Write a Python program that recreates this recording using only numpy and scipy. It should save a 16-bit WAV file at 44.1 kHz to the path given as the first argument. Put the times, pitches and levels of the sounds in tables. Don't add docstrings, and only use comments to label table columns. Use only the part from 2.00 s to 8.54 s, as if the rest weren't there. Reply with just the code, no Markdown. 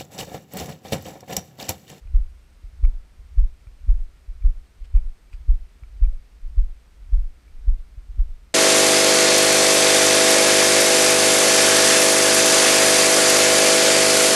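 import sys
import numpy as np
from scipy import signal
from scipy.fft import rfft, irfft
from scipy.io import wavfile

SR = 44100
rng = np.random.default_rng(int(sys.argv[2]) if len(sys.argv) > 2 else 0)


def generate_wav(sig):
    pcm = np.round(np.clip(np.atleast_2d(sig).T, -1, 1) * 32767).astype(np.int16)
    wavfile.write(sys.argv[1], SR, pcm)


N = 288414
TIME = np.arange(N) / SR

# heel strike in seconds, heel force in dB, forefoot delay in seconds,
# forefoot force in dB, settling force in dB, grit level in dB.
STEPS = [(0.144, 2.0, 0.055, -8, -24, -55), (0.835, 2.5, 0.037, -7.5, -11, -52.5),
         (1.379, 3, 0.046, -3.5, -24.5, -54), (1.888, 3, 0.049, -6.5, -5.5, -54.5),
         (2.446, 2.5, 0.037, -9, -16, -55.5), (2.947, 3.5, 0.051, -21, -7, -52),
         (3.49, 2.5, 0.041, -10, -17.5, -56.5), (4.02, 2.5, 0.051, -5.5, -10, -54),
         (4.577, 2, 0.0468, -10, -15.5, -56.5), (5.129, 1.5, 0.049, -5, -7.5, -54),
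         (5.678, 1.4, 0.041, -7.5, -15, -56.5), (6.19, -0.5, 0.063, -26, -11.5, -57)]
SETTLE_DELAY_S = 0.102


def from_db(db):
    return 10 ** (np.asarray(db) / 20)


def rms_one(x):
    return x / np.sqrt(np.mean(x ** 2) + 1e-20)


def coloured(x, spectrum):
    hz, level_db = np.transpose(spectrum)
    bins = np.maximum(np.fft.rfftfreq(N, 1 / SR), 1)
    gain = from_db(np.interp(np.log(bins), np.log(hz), level_db))
    return rms_one(irfft(rfft(x) * gain, N))


def resonance(x, hz, width_hz):
    radius = np.exp(-np.pi * width_hz / SR)
    numerator = np.array([1, 0, -1]) * (1 - radius * radius) / 2
    denominator = [1, -2 * radius * np.cos(2 * np.pi * hz / SR), radius * radius]
    return signal.lfilter(numerator, denominator, x + 1e-18)


def swell(at, width):
    return np.exp(-.5 * np.minimum(((TIME - at) / width) ** 2, 100))


def burst(at, rise, fall):
    age = np.maximum(TIME - at, 0)
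    attack = np.minimum(age / rise, 1)
    return attack * np.exp(-np.minimum(np.maximum(age - rise, 0) / fall, 50))


def grains(per_s, size_db):
    present = rng.random(N) < per_s / SR
    sign = rng.choice([-1, 1], N)
    return present * sign * from_db(size_db * np.minimum(rng.exponential(1, N), 3))


def body(force, sway_hz=32.46, sway_width_hz=34.2, low_cut_hz=17.73):
    low_cut = signal.butter(4, low_cut_hz, "high", fs=SR, output="sos")
    return resonance(signal.sosfilt(low_cut, -force), sway_hz, sway_width_hz)


def background(air_db=-61, whine_hz=8360, whine_db=-82.5, whine_width_hz=55):
    # frequency in Hz, relative level in dB per Hz.
    air_spectrum = [(90, 7.5), (160, 7.5), (300, 1.5), (600, -2.5), (1000, -5.5), (1350, -4), (1700, -6),
                    (2300, -5.5), (3000, -9.5), (5000, -11.5), (7000, -15.5), (10000, -19), (13500, -21.5),
                    (15500, -30)]
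    air = from_db(air_db) * coloured(rng.standard_normal(N), air_spectrum)
    whine = rms_one(resonance(rng.standard_normal(N), whine_hz, whine_width_hz))
    return air + from_db(whine_db) * whine


def wobble(rest_db=-51, step_db=-38, lag=0.012, spread=0.093, top_hz=64, sway_hz=38, sway_width_hz=50):
    shaking = sum(swell(step[0] + lag, spread) for step in STEPS)
    low_pass = signal.butter(5, top_hz, fs=SR, output="sos")
    tremble = signal.sosfilt(low_pass, rng.standard_normal(N))
    level = from_db(rest_db) + from_db(step_db) * shaking
    return rms_one(body(tremble, sway_hz, sway_width_hz)) * level


def strap(rub_db=-63, lag=0.054, spread=.06):
    # frequency in Hz, relative level in dB per Hz.
    rub_spectrum = [(40, -13.5), (90, -6.5), (130, -2), (200, -14), (350, -17.5), (700, -28), (2000, -43.5)]
    loaded = sum(swell(step[0] + lag, spread) for step in STEPS)
    return from_db(rub_db) * loaded * coloured(rng.standard_normal(N), rub_spectrum)


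def cloth():
    # centre in seconds, level in dB, half length in seconds.
    brushes = [(2.853, -60, 0.0074), (3.338, -59.5, 0.011)]
    # frequency in Hz, relative level in dB per Hz.
    cloth_spectrum = [(700, -16), (1500, -2), (2900, 5), (3800, -7), (4700, 1), (6000, -11), (8200, -5),
                      (10000, -23), (15000, -23)]
    stroke = sum(from_db(level_db) * swell(at, half) for at, level_db, half in brushes)
    return coloured(grains(per_s=1500, size_db=2.5), cloth_spectrum) * stroke


def mount_ticks(rise=0.00044, knock_hz=1050, knock_s=0.00062, knock_db=-3, chatter_db=-16, chatter_s=.003):
    # start in seconds, level in dB, extra level of the knock in dB, pitch factor.
    ticks = [(.073, -55, 6, 1.04), (.849, -43, -5, 0.95), (1.67, -55, 9, 1.0), (2.423, -54, -4, 0.97),
             (2.947, -57, 0, 1.0), (2.9777, -51, 18, 0.99), (3.33, -47.5, 3, 1.04), (3.335, -57, -12, 1),
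             (3.835, -50, 12, 0.97), (4.051, -49.5, -12, 0.99), (5.479, -55, -3, 0.97)]
    # frequency in Hz, relative level in dB, 60 dB decay time in seconds.
    modes = [(1350, -6.5, 0.032), (1926, -6.5, 0.023), (2377, 1.5, 0.028), (2650, -25, 0.0062),
             (5100, -21.5, .006)]
    out, age = np.zeros(N), np.arange(SR // 25) / SR
    onset = np.minimum(age / rise, 1)
    for at, level_db, dull_db, pitch in ticks:
        tick = np.zeros(len(age))
        for hz, mode_db, t60 in modes:
            decay = from_db(mode_db + rng.normal(0, 1) - 60 * age / t60)
            tick += decay * np.sin(2 * np.pi * (hz * pitch * age + rng.random()))
        knock = np.exp(-age / knock_s) * np.sin(2 * np.pi * knock_hz * age)
        tick += from_db(knock_db + dull_db) * knock
        tick += from_db(chatter_db) * np.exp(-age / chatter_s) * rng.standard_normal(len(age))
        start = int(at * SR)
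        out[start:start + len(age)] += from_db(level_db) * onset * tick
    return out


def grit(lead_s=0.004, rise=0.0078, fall=0.02, roll_db=-12, roll_fall=0.033):
    # frequency in Hz, relative level in dB per Hz.
    grit_spectrum = [(120, 6.5), (300, 5.5), (700, -0.5), (1300, -1), (2400, -7.5), (3500, -14),
                     (6000, -19.5), (14000, -32.5)]
    load = np.zeros(N)
    for at, *_, grit_db in STEPS:
        start = at - lead_s
        crunch = burst(start, rise, fall) + from_db(roll_db) * burst(start, rise, roll_fall)
        load += from_db(grit_db) * crunch
    return coloured(grains(per_s=9000, size_db=2.5), grit_spectrum) * load


def sole_roll(forefoot_db=-61, settling_db=-60, lag=0.0074, spread=0.016):
    # frequency in Hz, relative level in dB per Hz.
    packing_spectrum = [(80, -4.5), (200, -3), (450, -0.5), (700, -0.5), (1200, -16.5), (2500, -17.5),
                        (6000, -26), (14000, -33.5)]
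    load = np.zeros(N)
    for at, _, roll, roll_db, settle_db, _ in STEPS:
        load += from_db(forefoot_db + roll_db / 2) * swell(at + roll + lag, spread)
        load += from_db(settling_db + settle_db / 2) * swell(at + SETTLE_DELAY_S + lag, spread)
    return coloured(grains(per_s=2800, size_db=6.5), packing_spectrum) * load


def fizz(thumps, fizz_db=-67, centre_hz=11500, width_hz=4000):
    hiss = rms_one(resonance(rng.standard_normal(N), centre_hz, width_hz))
    return from_db(fizz_db) * np.abs(thumps) * hiss


def footfalls(heel_s=0.0047, forefoot_s=0.0043, settle_s=0.0085):
    # centre in seconds, force in dB, contact time in seconds.
    jolts = [(0.053, -23.5, 0.0028), (0.641, -21, 0.0026), (1.192, -24.5, 0.003), (1.672, -22, 0.0018),
             (1.872, -20.5, 0.0012), (2.285, -14.5, 0.005), (2.803, -19, 0.0075), (3.337, -18.5, 0.0032),
             (3.827, -21.5, 0.002), (4.434, -8, 0.0098), (5.542, -11, 0.013), (5.976, -19.5, 0.0024),
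             (6.094, -17.5, 0.0041), (6.176, -23.5, 0.00074)]
    swing_lead_s, swing_scatter_s, swing_db, swing_s = 0.051, 0.011, -25, 0.0078
    graze_lead_s, graze_db, graze_s = 0.013, -30.5, 0.0025
    force = np.zeros(N)
    for at, heel_db, roll, roll_db, settle_db, _ in STEPS:
        swing_at = at - swing_lead_s + swing_scatter_s * rng.standard_normal()
        force += from_db(swing_db) * swell(swing_at, swing_s)
        force += from_db(graze_db) * swell(at - graze_lead_s, graze_s)
        force += from_db(heel_db) * swell(at, heel_s)
        force += from_db(roll_db) * swell(at + roll, forefoot_s)
        force += from_db(settle_db) * swell(at + SETTLE_DELAY_S, settle_s)
    for at, level_db, contact_s in jolts:
        force += from_db(level_db) * swell(at, contact_s)
    return body(force)


def scene():
    thumps = footfalls()
    feet = thumps + fizz(thumps) + grit() + sole_roll()
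    gear = wobble() + strap() + mount_ticks() + cloth()
    return (feet + gear + background())[None]


def record(dry, cutoff_hz=15500):
    low_pass = signal.ellip(10, .1, 80, cutoff_hz, fs=SR, output="sos")
    return signal.sosfilt(low_pass, dry)


dry = scene()
out = record(dry)
generate_wav(out)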